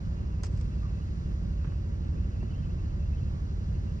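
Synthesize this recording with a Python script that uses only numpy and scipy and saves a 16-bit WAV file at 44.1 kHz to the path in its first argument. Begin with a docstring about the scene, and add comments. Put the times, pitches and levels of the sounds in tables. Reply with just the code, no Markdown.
"""The low throb of an idling boat engine, heard from on board on calm water at dusk.
Two other motors beat against its exhaust note, valve gear clatters faintly and the hull rumbles and thuds.
Water and air hiss softly, and a flock of birds whistles far away in short gliding notes.
Something snaps and scuffs close by, and a few faint knocks ring the deck."""
import sys
import numpy as np
from scipy import signal
from scipy.fft import rfft, irfft, next_fast_len
from scipy.io import wavfile
from scipy.ndimage import uniform_filter1d, map_coordinates

SR = 44100
rng = np.random.default_rng(int(sys.argv[2]) if len(sys.argv) > 2 else 0)


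def wav_record(signal):
    """Record a signal, one row per channel, as 16-bit PCM in the file named by sys.argv[1]."""
    frames = np.transpose(np.atleast_2d(signal))
    bounded = np.clip(frames, -1, 1)
    # unit amplitude maps onto the largest positive 16-bit level
    quanta = np.round(bounded * 32767).astype(np.int16)
    wavfile.write(sys.argv[1], SR, quanta)


N = 176400
TIME_S, HIT_S = np.arange(N) / SR, np.arange(SR // 4) / SR  # clocks for the scene and for one hit
IDLE_HZ, SECOND_HZ, THIRD_HZ = 12.026, 12.295, 21.64  # engine cycle rates
DRIFT = 0.00097  # share by which an engine's speed wanders

# Stereo width of the noise beds: freq_hz, left_right_correlation
BED_LIKENESS = [(40, 0.96), (100, 0.96), (180, 0.58), (280, 0.41), (450, 0.26), (700, 0.71), (1300, 0.82),
                (2000, 0.43), (2700, 0.52), (3600, 0.82), (5500, 0.67), (8000, 0.36)]


def engines():
    """Three motors beat against each other; a thin, wavering whine comes and goes on top."""
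    # Exhaust harmonics of each motor: multiple_of_cycle_rate, level_db
    idle_orders = [(2, -16), (3, -7), (4, 1), (5, -1), (6, -1), (7, 0), (8, -2), (9, -4), (10, -14.5),
                   (11, -11.5), (12, -11.5), (13, -25.5), (14, -11), (15, -16.5), (16, -17.5), (17, -20.5),
                   (18, -22), (19, -23.5), (20, -28), (21, -28.5), (22, -31), (23, -27.5), (24, -25.5),
                   (25, -30.5), (26, -27.5), (27, -28.5)]
    second_orders = [(4, 1.5), (6, -3.5), (8, -7.5), (10, -24.5), (12, -5.5), (14, -6), (16, -20.5)]
    third_orders = [(3, 3), (4, -10), (7, -4.5), (8, -8), (9, -17.5), (10, -11), (11, -16.5), (13, -21),
                    (14, -24), (15, -20.5), (16, -18)]
    idle = amp(-31.5 + .6 * wobble(24)) * engine(IDLE_HZ, idle_orders, uneven_db=2.5)
    second = amp(-42.5) * engine(SECOND_HZ, second_orders, uneven_db=1)
    third = amp(-44.5) * engine(THIRD_HZ, third_orders, uneven_db=1.5)
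    whine_hz = 565.4 + 1.8 * wobble(10)
    whine = amp(-67.5 + 3.1 * wobble(6)) * np.sqrt(2) * sine(np.cumsum(whine_hz) / SR)
    return idle + second + third + whine


def engine(cycle_hz, orders, uneven_db):
    """Exhaust harmonics locked to one slightly wandering shaft, each a little unsteady in level."""
    turns = np.cumsum(cycle_hz * (1 + DRIFT * wobble(2))) / SR
    return unit(sum(amp(db + uneven_db * wobble(4.174)) * sine(k * turns + rng.random())
                    for k, db in orders))


def chug():
    """The idling exhaust puffs twice a cycle, each puff a little different in size."""
    # Colour of a puff: freq_hz, level_db
    puff_colour = [(70, -23.5), (115, 0), (175, -4), (230, -9.5), (300, -31), (600, -81.5)]
    swing_db = 7 * np.cos(2 * np.pi * (2 * IDLE_HZ * TIME_S + rng.random()))
    return amp(-45.5) * unit(amp(swing_db + 3.1 * wobble(14)) * rush(puff_colour, BED_LIKENESS))


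def clatter():
    """Valve gear repeats one dense pattern every cycle: a faint comb of lines above the exhaust note."""
    # Colour of the third motor's valve gear: freq_hz, level_db
    valve_colour = [(250, -26.5), (330, -0.5), (560, 1.5), (800, -15), (1150, -3.5), (1750, -10),
                    (2300, -15), (3200, -38.5)]
    orders = np.arange(1, 150)
    levels_db = along(valve_colour, orders * THIRD_HZ) + 3.5 * rng.standard_normal(len(orders))
    phases = np.exp(2j * np.pi * rng.random(len(orders)))
    cycle = irfft(np.r_[0, amp(levels_db) * phases], 4096)
    turns = np.cumsum(THIRD_HZ * (1 + DRIFT * wobble(1.99))) / SR
    return amp(-64) * unit(np.interp(turns, np.arange(len(cycle)) / len(cycle), cycle, period=1))


def hull():
    """The hull rumbles unevenly and now and then gives a soft, quickly damped thud."""
    # Thuds in the hull: start_s, level_db
    hits = [(0.532, -27.5), (1.675, -22.5), (2.6, -21.5), (2.923, -27), (3.761, -25.5)]
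    # Colour of the rumble: freq_hz, level_db
    rumble_colour = [(8, -45.5), (17, -20), (28, -4), (50, 0), (75, -0.5), (105, -6.5), (165, -12.5),
                     (215, -13.5), (260, -20), (360, -19.5), (480, -29.5), (800, -77.5)]
    thuds, thud_hz = np.zeros(N), 141
    for start_s, db in hits:
        add(thuds, start_s, strike(db, t60_s=0.076, attack_s=0.0045) * sine(thud_hz * HIT_S))
    return thuds + amp(-39 + 1.9 * wobble(18)) * rush(rumble_colour, BED_LIKENESS)


def scuffs():
    """Something scuffs close by in a quick cluster of noise bursts."""
    # Scuffing contacts: start_s, level_db, t60_s
    contacts = [(.4342, -40, .025), (.44, -45.5, 0.08), (.4485, -53.5, 0.016), (.456, -50, 0.05),
                (.4655, -52, 0.051), (.51, -66, 0.76), (.573, -58.5, 0.068), (.599, -66.5, .15),
                (.6112, -49.5, 0.021)]
    # Colour of a scuff: freq_hz, level_db
    scuff_colour = [(200, -9.5), (600, 6.5), (1300, 0), (2000, 2), (3800, -7), (5000, 3.5), (8000, -3.5),
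                    (10500, -31), (15000, -32)]
    return bursts(contacts, scuff_colour, attack_s=0.00035, likeness=0.22)


def snaps():
    """The scuffed thing catches, and each snap rings a few bright, heavily damped modes."""
    # Sharp catches: start_s, level_db
    catches = [(0.4344, -38), (0.4485, -43.5)]
    # Modes of a snap: pitch_hz
    modes = [4790, 6350, 7640]
    ring = sum(sine(hz * HIT_S) for hz in modes)
    track = np.zeros(N)
    for start_s, db in catches:
        add(track, start_s, strike(db, t60_s=0.0075, attack_s=0.00025) * ring)
    return track


def knocks():
    """Each knock rattles briefly and rings the deck's damped modes."""
    # Knocks on deck: start_s, rattle_db, rattle_t60_s, ring_db
    hits = [(0.4347, -38.5, 0.04, -44), (1.645, -44, 0.053, -55), (1.668, -53, 0.076, -56),
            (1.72, -52, 0.055, -63), (2.429, -42, 0.016, -41.5)]
    # Colour of the dry rattle: freq_hz, level_db
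    rattle_colour = [(150, -7), (350, 6), (700, -3), (950, 7.5), (1200, -0.5), (1550, 6), (2200, -5.5),
                     (3500, -13.5), (8000, -34.5), (12000, -60)]
    # Modes of the deck: pitch_hz, level_db, t60_s
    deck_modes = [(372, 0, 0.077), (660, 0.5, 0.015), (930, -10.5, 0.026), (1510, -16, .012),
                  (2100, -18, .01)]
    ring = np.zeros(N)
    for start_s, _, _, ring_db in hits:
        for hz, db, t60_s in deck_modes:
            decay = amp(ring_db + db + rng.normal(0, 1) - 60 * HIT_S / t60_s)
            add(ring, start_s, decay * sine(hz * HIT_S))
    return ring + bursts([hit[:-1] for hit in hits], rattle_colour, attack_s=0.00059, likeness=-0.087)


def water():
    """Ripples flutter softly under a smooth high hiss."""
    # Colours of the ripples and the hiss: freq_hz, level_db
    ripple_colour = [(200, -28), (400, 2), (560, 2), (800, -4), (1100, -3.5), (1600, -9.5), (2300, -13),
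                     (3000, -16.5), (4000, -49.5)]
    hiss_colour = [(2000, -23.5), (3300, 1), (4200, 4.5), (5000, 1), (6400, 0), (7700, -14), (9200, -14),
                   (10500, -51), (14500, -30.5)]
    # Slow swell of the hiss: time_s, gain_db
    swell = [(0, 1.5), (.4, -0.5), (.7, 1.5), (1.302, 1.5), (1.8, 0), (2.798, 0.5), (4, 1.3)]
    ripples = amp(-55 + .5 * wobble(22)) * rush(ripple_colour, BED_LIKENESS)
    hiss = amp(-66) * ride(swell) * rush(hiss_colour, BED_LIKENESS)
    return ripples + hiss


def birds():
    """Rising whistles, a scattered flock and one low falling call, blurred by the shore's echo."""
    # Whistles of the nearer birds: start_s, pitch_hz, level_db
    whistles = [(2.236, 2720, -68), (2.31, 2770, -72), (2.397, 2630, -65.5), (2.502, 2900, -65.5),
                (2.528, 2650, -64.5), (2.545, 3020, -68), (2.578, 3065, -69), (2.632, 2925, -66),
                (2.686, 2590, -67), (2.78, 2590, -68), (3.018, 2580, -66.5), (3.125, 2550, -65),
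                (3.165, 2980, -68.5), (3.209, 2665, -68), (3.735, 2730, -68)]
    # Call of a far water bird: start_s, pitch_hz, level_db
    far_calls = [(.82, 1200, -55.5)]
    rise_hz_per_s, flock_per_s, echo_t60_s = 5000, 40, 0.25
    tail = rng.standard_normal((2, SR // 2)) * amp(-60 * np.arange(SR // 2) / SR / echo_t60_s)
    song = np.zeros(N)
    for start_s, hz, db in whistles:
        add(song, start_s, amp(db) * bird_note(hz, rise_hz_per_s))
    for start_s, hz, db in far_calls:
        add(song, start_s, amp(db) * bird_note(hz, slide_hz_per_s=-1400, length_s=0.055, rough_hz=90))
    for when, pitch, slide, size in rng.random((int(flock_per_s * N / SR), 4)):
        chirp = bird_note(2550 + 380 * pitch, rise_hz_per_s * (2 * slide - 1))
        add(song, when * N / SR, amp(-75.5 + 3.1 * size) * chirp)
    echo = signal.fftconvolve(song[None], tail / np.linalg.norm(tail[0]), axes=1)[:, :N]
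    right_lead = [(1400, 1.9), (2400, 0.42)]  # places the birds: freq_hz, phase_rad
    return filtered(song + amp(-9) * echo,
                    lambda hz: np.array([np.ones_like(hz), np.exp(1j * along(right_lead, hz))]))


def bird_note(start_hz, slide_hz_per_s, length_s=0.03, rough_hz=75):
    """One gliding bird note with a slightly ragged pitch."""
    t = np.arange(int(length_s * SR)) / SR
    ragged = unit(uniform_filter1d(rng.standard_normal(SR // 4), 60))[:len(t)]
    pitch_hz = start_hz + slide_hz_per_s * t + rough_hz * ragged
    arch = np.sqrt(2 * np.abs(np.sin(np.pi * t / length_s)))
    return arch * sine(np.cumsum(pitch_hz) / SR)


def spread(pair):
    """Level and phase differences between left and right place the boat and the water."""
    # Stereo balance: freq_hz, left_minus_right_db
    balance = [(50, -1.5), (100, 0), (190, -5), (400, -2.5), (1100, -4), (2000, -2), (3000, -1), (5000, 3),
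               (6400, -1), (7600, -4.5), (10000, 0)]
    # Stereo phase: freq_hz, left_lead_rad
    lead = [(240, 0), (390, 0.24), (520, -2), (850, -2.5), (1300, -2.5), (2000, -2), (3000, -4.5),
            (4100, -3), (4750, -5), (5100, -6), (6500, -9), (9500, -18)]
    sides = np.array([[.5], [-.5]])
    return filtered(pair, lambda hz: amp(sides * along(balance, hz)) * np.exp(1j * sides * along(lead, hz)))


def bursts(contacts, colour, attack_s, likeness):
    """Short contacts: coloured noise that starts fast and dies away."""
    envelope = np.zeros(N)
    for start_s, db, t60_s in contacts:
        add(envelope, start_s, strike(db, t60_s, attack_s))
    return envelope * rush(colour, [(1000, likeness)])


def strike(db, t60_s, attack_s):
    """Envelope of one hit: a quick rise and an exponential decay."""
    return amp(db - 60 * HIT_S / t60_s) * (1 - np.exp(-HIT_S / attack_s))


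def rush(colour, likeness):
    """Coloured stereo noise of rms 1; the higher the likeness, the narrower the image."""
    hz = np.fft.rfftfreq(N, 1 / SR)
    width_rad = np.arccos(np.clip(along(likeness, hz), -1, 1)) / 2
    spectrum = rfft(rng.standard_normal((2, N))) * amp(along(colour, hz))
    mid, side = irfft(spectrum * np.array([np.cos(width_rad), np.sin(width_rad)]), N)
    return unit(np.array([mid + side, mid - side]))


def filtered(x, response):
    """Filter by a complex frequency response, with mirrored ends."""
    pad = SR // 4
    wide = np.pad(x, [(0, 0)] * (x.ndim - 1) + [(pad, pad)], mode="reflect", reflect_type="odd")
    size = next_fast_len(wide.shape[-1])
    return irfft(rfft(wide, size) * response(np.fft.rfftfreq(size, 1 / SR)), size)[..., pad:pad + N]


def amp(db):
    """Decibels to gain."""
    return 10 ** (np.asarray(db) / 20)


def unit(x):
    """Scale to rms 1."""
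    return x / np.sqrt(np.mean(x ** 2) + 1e-20)


def sine(turns):
    """Sine of a phase given in cycles."""
    return np.sin(2 * np.pi * turns)


def along(points, hz):
    """Read a curve of (freq_hz, value) points on a log frequency axis."""
    freqs, values = np.transpose(points)
    return np.interp(np.log(hz + 1), np.log(freqs + 1), values)


def ride(points):
    """A fader move through (time_s, gain_db) points."""
    return amp(np.interp(TIME_S, *np.transpose(points)))


def wobble(knots_per_s):
    """A smooth random curve."""
    return map_coordinates(rng.standard_normal(4096), [TIME_S * knots_per_s + 2], mode="wrap")


def add(track, start_s, sound):
    """Mix a sound into a track at start_s."""
    part = track[..., max(0, round(start_s * SR)):][..., :sound.shape[-1]]
    part += sound[..., :part.shape[-1]]


def scene():
    """Engines and water all around, birds far off, small contacts close by and a touch to the right."""
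    # Rise and fall of the low throb: time_s, gain_db
    throb_swell = [(.2, 0.05), (.43, -1.3), (.56, .4), (.95, -0.4), (1.17, -0.5), (1.52, 0.4), (1.68, 0),
                   (1.8, -0.5), (2.08, 1.15), (2.5, -0.5), (2.65, .5), (3.6, -0.2), (3.9, 0.8)]
    near = scuffs() + snaps() + knocks()
    calls = birds()
    throb = ride(throb_swell) * (engines() + chug() + hull())
    return spread(throb + clatter() + water()) + calls + near * amp([[-.5], [.5]])


def record(dry):
    """Soften both ends and cut the highest treble."""
    fade_s, top_hz = 0.004, 15100
    fade = np.minimum(1, TIME_S / fade_s)
    return filtered(dry * fade * fade[::-1], lambda hz: hz < top_hz)


dry = scene()
out = record(dry)
wav_record(out)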